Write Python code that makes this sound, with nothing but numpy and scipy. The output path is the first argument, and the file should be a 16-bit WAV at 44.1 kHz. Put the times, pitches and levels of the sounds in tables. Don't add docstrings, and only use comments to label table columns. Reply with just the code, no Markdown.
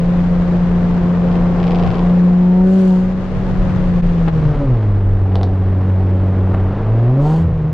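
import sys
import numpy as np
from scipy import signal
from scipy.fft import rfft, irfft
from scipy.io import wavfile
from scipy.ndimage import uniform_filter1d

SR = 44100
rng = np.random.default_rng(int(sys.argv[2]) if len(sys.argv) > 2 else 0)


def dump(signal):
    limited = np.clip(np.atleast_2d(signal).T, -1, 1)
    pcm = np.round(limited * 32767).astype(np.int16)
    wavfile.write(sys.argv[1], SR, pcm)


N = 340893
TIME = np.arange(N) / SR
HZ = np.fft.rfftfreq(N, 1 / SR)
CYLINDERS = 6


def amp(db):
    return 10 ** (np.asarray(db) / 20)


def evened(x):
    return x / np.sqrt(np.mean(x ** 2) + 1e-20)


def curve(rows):
    return np.interp(TIME, *np.transpose(rows))


def read(points, hz):
    f, value = np.transpose(points)
    return np.interp(np.log(hz + 1), np.log(f + 1), value)


def wander(rate_hz):
    return evened(irfft(rfft(rng.standard_normal(N)) / (1 + (HZ / rate_hz) ** 4), N))


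def gate(start, length, rise, release):
    attack = (TIME - start) / rise
    decay = 1 - (TIME - start - length) / release
    return np.clip(np.minimum(attack, decay), 0, 1)


# f/Hz, likeness (0-1)
PORT_LIKENESS = [(30, 1), (150, 0.5), (350, 1), (700, 0.84), (1400, 0.58), (2800, .5), (5500, 0.05),
                 (10000, 0)]
# f/Hz, left over right level/dB
PORT_BALANCE = [(30, 1.1), (200, 1), (350, 2.3), (700, 1.1), (1400, 3.2), (2800, 4.7), (5500, 1.5),
                (12000, 1)]


def noise(tone):
    a, b = rfft(rng.standard_normal((2, N)))
    same = read(PORT_LIKENESS, HZ)
    mid, side = a * np.sqrt(1 + same), b * np.sqrt(1 - same)
    lean = amp(read(PORT_BALANCE, HZ) / 2)
    ports = np.array([(mid + side) * lean, (mid - side) / lean])
    return evened(irfft(ports * amp(read(tone, HZ)), N))


def colour(x, tone, size=4096):
    log_gain = np.log(amp(read(tone, abs(np.fft.fftfreq(size, 1 / SR)))))
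    ring = np.fft.ifft(np.exp(np.conj(signal.hilbert(log_gain)))).real[:size // 2]
    return signal.oaconvolve(x, ring / abs(ring).max())[:N]


def cabin(x, t60, wet_db, size=6000):
    t = np.arange(size) / SR
    tail = rng.standard_normal((2, size)) * amp(-60 * t / t60) * (t > .002)
    tail /= np.linalg.norm(tail[0])
    return x + amp(wet_db) * signal.oaconvolve(np.atleast_2d(x), tail, axes=1)[:, :N]


# t/s, firing rate f/Hz
FIRING_RATE = [(0, 171.5), (.12, 176.1), (1.87, 175.1), (2.51, 180.6), (2.76, 190.3), (2.95, 183.5),
               (3.42, 187.3), (3.83, 180.3), (4.22, 168.2), (4.45, 153.3), (4.64, 140.2), (4.79, 108.3),
               (4.94, 98.34), (5.35, 93.5), (6.69, 93.88), (7.07, 120.2), (7.29, 154.9), (7.45, 168.1),
               (7.62, 155.4), (7.73, 155)]


def revs_low(low_hz=95, cruise_hz=161):
    return np.clip((cruise_hz - curve(FIRING_RATE)) / (cruise_hz - low_hz), 0, 1)


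# start t/s, length t/s, opening t/s, extra boom level/dB, extra overtone level/dB
PRESSES = [(2.001, .92, 0.44, 4, -0.5), (4.419, .28, .2, .5, 3), (6.783, .57, 0.12, 1.15, 2.5)]


def pedal(rise_s=None):
    release_s = .18
    return np.array([gate(s, length, rise_s or opening, release_s) for s, length, opening, _, _ in PRESSES])


# deepest t/s, falling t/s, recovering t/s, drop of the boom level/dB
BOOM_SAGS = [(1.94, .11, 0.087, 7), (3.27, 0.25, 0.75, 9), (4.51, 0.086, 0.13, 7),
             (4.635, 0.027, 0.045, 12), (6.76, 0.085, 0.15, 8), (7.47, 0.061, .33, 8.5)]


def sagging():
    return np.array([gate(s - falling, falling, falling, recovering) for s, falling, recovering, _ in BOOM_SAGS])


def boom_level(steady_db=-14, rise_s=0.09, sway_db=-0.1, sway_hz=5):
    load_db = np.array(PRESSES)[:, 3] @ pedal(rise_s)
    drop_db = np.array(BOOM_SAGS)[:, 3] @ sagging()
    mode_hz, half_width_hz, mode_db = 123, 7.2, 1.5
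    ring_db = mode_db / (1 + ((curve(FIRING_RATE) - mode_hz) / half_width_hz) ** 2)
    return steady_db + load_db + ring_db - drop_db + sway_db * wander(sway_hz)


# t/s, level/dB
ROAD_LEVEL = [(0, -37), (.25, -36), (1.2, -34.5), (1.95, -33.5), (2.55, -39), (3.1, -39.5), (3.65, -35.5),
              (4.3, -37.5), (4.55, -34.5), (5.0, -38.5), (6.1, -36.5), (6.65, -33.5), (7.3, -36.5),
              (7.73, -40)]


def overtone_level(usual_road_db=-35.5, follows=0.87, sag_db=-1.5, sway_db=0.75, sway_hz=3):
    pedal_db = np.array(PRESSES)[:, 4] @ pedal() + sag_db * sagging().sum(0)
    return follows * (curve(ROAD_LEVEL) - usual_road_db) + pedal_db + sway_db * wander(sway_hz)


# order, cruising level/dB, low-revs level/dB
EXHAUST_LINES = [(4, -41, -59.5), (5, -33, -54), (7, -40, -51), (8, -35, -54), (9, -41.5, -35.5),
                 (10, -48, -38.5), (11, -46, -41.5), (12, -36.5, -23.5), (13, -49, -47.5),
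                 (15, -43.5, -47.5), (17, -47, -47.5), (18, -34.5, -34), (19, -42.5, -60), (21, -43, -37.5),
                 (24, -44, -37), (26, -49, -56), (27, -54.5, -40.5), (30, -56, -52), (33, -54, -63),
                 (36, -56.5, -41), (42, -58.5, -44.5), (48, -58.5, -48), (54, -64.5, -67.5)]
# firing rate f/Hz, then level/dB of firing harmonics 2 to 9
FULL_PULL = [(108, -35, -42, -38, -41.5, -37, -46, -52, -47),
             (123.4, -26, -25.5, -47, -36.5, -38.5, -59.5, -47.5, -57),
             (141.1, -23, -39, -24, -45, -62, -56, -55.5, -50),
             (150, -29.5, -28, -44, -25.5, -29, -48, -50.5, -44),
             (172, -29, -37, -46, -45, -50.5, -50, -56.5, -52),
             (184.8, -22.5, -27.5, -31, -30.5, -54, -60.5, -54.5, -62.5),
             (186.5, -19, -25, -37.5, -44, -51, -53, -44.5, -55)]


def exhaust(cycles, throttle, throb=0.11, rough=.35, steadied=0.65, flutter_hz=10, spread=0.35, between_db=-1):
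    firing, low_revs = curve(FIRING_RATE), revs_low()
    unsteady = 1 - steadied * throttle
    boom_swing = 1 + throb * unsteady * wander(22)
    boom = amp(boom_level()) * boom_swing * np.cos(2 * np.pi * CYLINDERS * cycles)
    unsteady = unsteady * (1 - .5 * low_revs)
    pull_hz, *pull_db = np.transpose(FULL_PULL)
    lines = np.zeros((2, N))
    for order, cruise_db, low_db in EXHAUST_LINES:
        harmonic, between = divmod(order, CYLINDERS)
        light_db = cruise_db + low_revs * (low_db - cruise_db)
        if between:
            full_db = light_db + between_db
        else:
            full_db = np.interp(firing, pull_hz, pull_db[harmonic - 2])
        level = amp(light_db + throttle * (full_db - light_db))
        flutter = evened(abs(1 + rough * unsteady * wander(flutter_hz)))
        angle = 2 * np.pi * (order * cycles + rng.random()) + rough * unsteady * wander(flutter_hz)
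        skew = spread * rng.choice([-1, 1])
        lines += level * flutter * np.cos([angle + skew, angle - skew])
    return np.sqrt(2) * (boom + lines * amp(overtone_level())) * amp([[.5], [-.5]])


# strongest t/s, half-length t/s, noise level/dB, throb level/dB
LOW_SWELLS = [(1.88, 0.059, -14, -34), (3.673, 0.45, -24, -30), (4.5, 0.29, -20.5, -44.5),
              (6.54, 0.053, -19, -40), (6.796, 0.085, -24, -46.5), (7.468, 0.1, -21, -16.5),
              (7.65, 0.21, -23.5, -38)]


def swelling():
    return np.array([gate(s - half, half, half, half) for s, half, _, _ in LOW_SWELLS])


def lope(cycles, throttle, load_db=-8, sag_db=-4, order=3, waver=.25, waver_hz=9):
    cruise_db, low_db = -28, -35.5
    steady_db = cruise_db + (low_db - cruise_db) * revs_low() + load_db * throttle + sag_db * sagging().sum(0)
    level = amp(steady_db) + amp(np.array(LOW_SWELLS)[:, 3]) @ swelling()
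    wavering = 1 + waver * wander(waver_hz)
    return np.sqrt(2) * level * wavering * np.cos(2 * np.pi * (order * cycles + rng.random()))


# f/Hz, relative level/dB per Hz
BURBLE_TONE = [(40, -38), (66, -3), (86, -6), (105, 1), (128, 4), (155, 1.5), (190, -10.5), (330, -62),
               (900, -120)]
# f/Hz, relative level/dB per Hz
LOW_RUMBLE_TONE = [(5, -22), (18, -5), (28, 13.5), (42, 4), (56, -3.5), (80, -22.5), (200, -68.5),
                   (800, -120)]
# t/s, level/dB
LOW_RUMBLE_LEVEL = [(0, -23), (1.95, -22), (2.85, -31), (3.5, -20), (4.65, -18.5), (4.95, -26.5),
                    (5.55, -23.5), (7.73, -27.5)]


def rumble(throttle, steady_db=-28, load_db=-9, low_revs_db=-4, wander_db=1.3, wander_hz=4):
    steady = amp(steady_db + load_db * throttle + low_revs_db * revs_low())
    swells = amp(np.array(LOW_SWELLS)[:, 2]) @ swelling()
    low_rumble = amp(curve(LOW_RUMBLE_LEVEL) + wander_db * wander(wander_hz))
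    return noise(BURBLE_TONE) * (steady + swells) + noise(LOW_RUMBLE_TONE) * low_rumble


# f/Hz, relative level/dB per Hz
ROAR_TONE = [(100, -30), (190, -4), (245, 1), (340, -2.5), (470, -1.5), (680, -8.5), (1050, -10.5),
             (1450, -16), (1900, -20), (2300, -24.5), (4000, -33.5), (5500, -39.5), (7400, -46.5),
             (8500, -53.5), (14000, -76)]
# t/s, level/dB
TREBLE_LEVEL = [(0, -32.5), (1.1, -33), (2.0, -31.5), (2.5, -35.5), (3.3, -34), (3.6, -32), (4.45, -33),
                (4.95, -41.5), (7.3, -40.5), (7.73, -44)]


def road(cycles, roar_db=8, flicker_db=0.7, flicker_hz=35, knee_hz=2500, chuff=0.13, order=3):
    roar = noise(ROAR_TONE)
    treble = irfft(rfft(roar) * HZ ** 2 / (HZ ** 2 + knee_hz ** 2), N)
    roar = (roar - treble) * amp(curve(ROAD_LEVEL)) + treble * amp(curve(TREBLE_LEVEL))
    pulsing = 1 + chuff * np.cos(2 * np.pi * order * cycles)
    return roar * pulsing * amp(roar_db + flicker_db * wander(flicker_hz))


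# f/Hz, relative level/dB
BANK_TONE = [(200, -23.5), (330, -8.5), (470, 5.5), (620, -1), (760, 4.5), (900, -8), (1080, -0.5),
             (1350, -23), (1800, -27.5)]
# closest t/s, half-length t/s, level/dB when closest
BANKS = [(1.376, .1, -33), (1.85, .24, -26), (5.41, .075, -30), (7.267, .15, -33)]


def bank(cycles, fading=0.49, fading_hz=4, count=50, far_db=-49.5):
    coarse, cycle_hz = TIME[::200], curve(FIRING_RATE)[::200] / CYLINDERS
    growl = np.zeros(N)
    for order in range(12, 12 + count):
        drift_hz, start = fading_hz * rng.standard_normal((4, 1)), rng.random((4, 1))
        paths = np.exp(2j * np.pi * (drift_hz * coarse + start)).sum(0)
        steady = np.exp(2j * np.pi * rng.random())
        echo = (steady + fading * paths) * amp(read(BANK_TONE, order * cycle_hz))
        level = np.interp(TIME, coarse, abs(echo))
        phase = np.interp(TIME, coarse, np.unwrap(np.angle(echo)))
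        growl += level * np.cos(2 * np.pi * order * cycles + phase)
    passing = sum(amp(db) / (1 + ((TIME - s) / half) ** 2) for s, half, db in BANKS)
    return evened(growl) * (amp(far_db) + passing) * amp([[1.2], [-1.2]])


# f/Hz, relative level/dB
BUZZ_TONE = [(400, -25), (1600, -12), (2400, 5), (3100, 2), (3800, -4.5), (5000, -6.5), (6500, -23.5),
             (9000, -36.5), (14000, -68)]
# start t/s, length t/s, level/dB before the sag
BUZZES = [(1.262, 0.087, -28), (1.585, .39, -21.5)]


def trim(scatter_db=1.5, slop_s=.0005, sag_db_per_s=5.5):
    swing_hz, first_swing_s, rebound_s = 25.5, 1.199, .0098
    rise_s, release_s = 0.035, 0.064
    shaking = np.zeros(N)
    for s, length, db in BUZZES:
        shaking += amp(db - sag_db_per_s * (TIME - s)) * gate(s, length, rise_s, release_s)
    swings = np.arange(first_swing_s, TIME[shaking > 0][-1], 1 / swing_hz)
    hits = np.add.outer(swings, [0, rebound_s]).ravel()
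    late, force = rng.standard_normal((2, len(hits)))
    clicks = np.zeros(N)
    clicks[((hits + slop_s * late) * SR).astype(int)] = amp(scatter_db * force)
    return cabin(colour(clicks * shaking, BUZZ_TONE), t60=0.11, wet_db=-4)


# f/Hz, relative level/dB per Hz
RASP_TONE = [(200, -37.5), (1450, 4.5), (2200, -0.5), (3000, 5.5), (3900, -0.5), (4450, 4), (5300, -4),
             (7000, -2.5), (8200, -8), (10500, -14), (14000, -24.5)]
# start t/s, length t/s, level/dB at mid-swell before the sputter
HISSES = [(2.594, 0.48, -46.5), (7.174, 0.28, -45)]


def rasp(cycles, depth=0.43, sputter_db=1.5, sputter_hz=70):
    puffs = 1 + depth * np.cos(2 * np.pi * CYLINDERS * cycles)
    level = sum(amp(db) * np.sin(np.pi * np.clip((TIME - s) / length, 0, 1)) for s, length, db in HISSES)
    return noise(RASP_TONE) * puffs * level * amp(sputter_db * wander(sputter_hz))


# f/Hz, relative level/dB
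TICK_TONE = [(400, -28), (1500, 3), (2400, -5), (3100, 10), (4600, 0.5), (6200, -17), (10500, -26.5),
             (14000, -35)]
THUD_TONE = [(60, -12), (250, 12.5), (700, 14.5), (1400, 4.5), (3000, -6), (5000, -31), (9000, -45.5),
             (14000, -72)]
# t/s, dull level/dB, sharp level/dB, pitch factor of the tick, left over right level/dB
KNOCKS = [(4.2772, -11, -38, 0.84, 12), (4.2809, -9, -25, .7, 9), (4.2833, -7.5, -17, 0.82, -3),
          (4.288, -9, -33, 0.85, 11), (5.32, -19, -47, 0.76, -8), (5.356, -9, -15, 1.01, -9),
          (5.413, -13.5, -23, 0.82, 0), (5.4324, -12.5, -17, 1.18, -4), (6.542, -26, -20, 0.38, 1),
          (6.547, -9.5, -33, 0.81, -5)]


def knocks():
    out = np.zeros((2, N))
    for s, dull_db, sharp_db, pitch, side_db in KNOCKS:
        blow = signal.unit_impulse(N, int(s * SR))
        thud = colour(blow * amp(dull_db), THUD_TONE)
        tick = colour(blow * amp(sharp_db), [(hz * pitch, db) for hz, db in TICK_TONE])
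        out += (thud + tick) * evened(amp([[side_db / 2], [-side_db / 2]]))
    return cabin(out, t60=0.15, wet_db=-4.0)


def scene():
    cycles = np.cumsum(curve(FIRING_RATE)) / CYLINDERS / SR
    throttle = pedal().sum(0)
    engine = exhaust(cycles, throttle) + lope(cycles, throttle)
    lows = rumble(throttle)
    outside = road(cycles) + bank(cycles)
    return engine + lows + outside + trim() + rasp(cycles) + knocks()


# t/s, stereo width (factor)
STEREO_WIDTH = [(4.3, 1), (4.45, 0.58), (4.65, 0.21), (4.85, 0.02), (5.1, 0)]
# centre t/s, half-length t/s, depth (0-1)
LEVEL_DIPS = [(4.0174, 0.0081, 0.82), (4.316, 0.023, 0.46)]


def record(dry, ceiling_db=-3, recovery_db=120, edge_hz=15600):
    mid = dry.mean(0)
    ports = mid + (dry - mid) * curve(STEREO_WIDTH)
    peak_db = 20 * np.log10(abs(ports).max(0) + 1e-9)
    fall = TIME * recovery_db
    held_db = np.maximum.accumulate(peak_db + fall) - fall
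    over_db = np.maximum(held_db - ceiling_db, 0)
    out = ports / amp(uniform_filter1d(over_db, size=90))
    for s, half, depth in LEVEL_DIPS:
        out = out * (1 - depth * np.exp(-((TIME - s) / half) ** 2))
    low_pass = signal.firwin(511, edge_hz, window=("kaiser", 9), fs=SR)
    return signal.oaconvolve(out, low_pass[None], "same")


dry = scene()
out = record(dry)
dump(out)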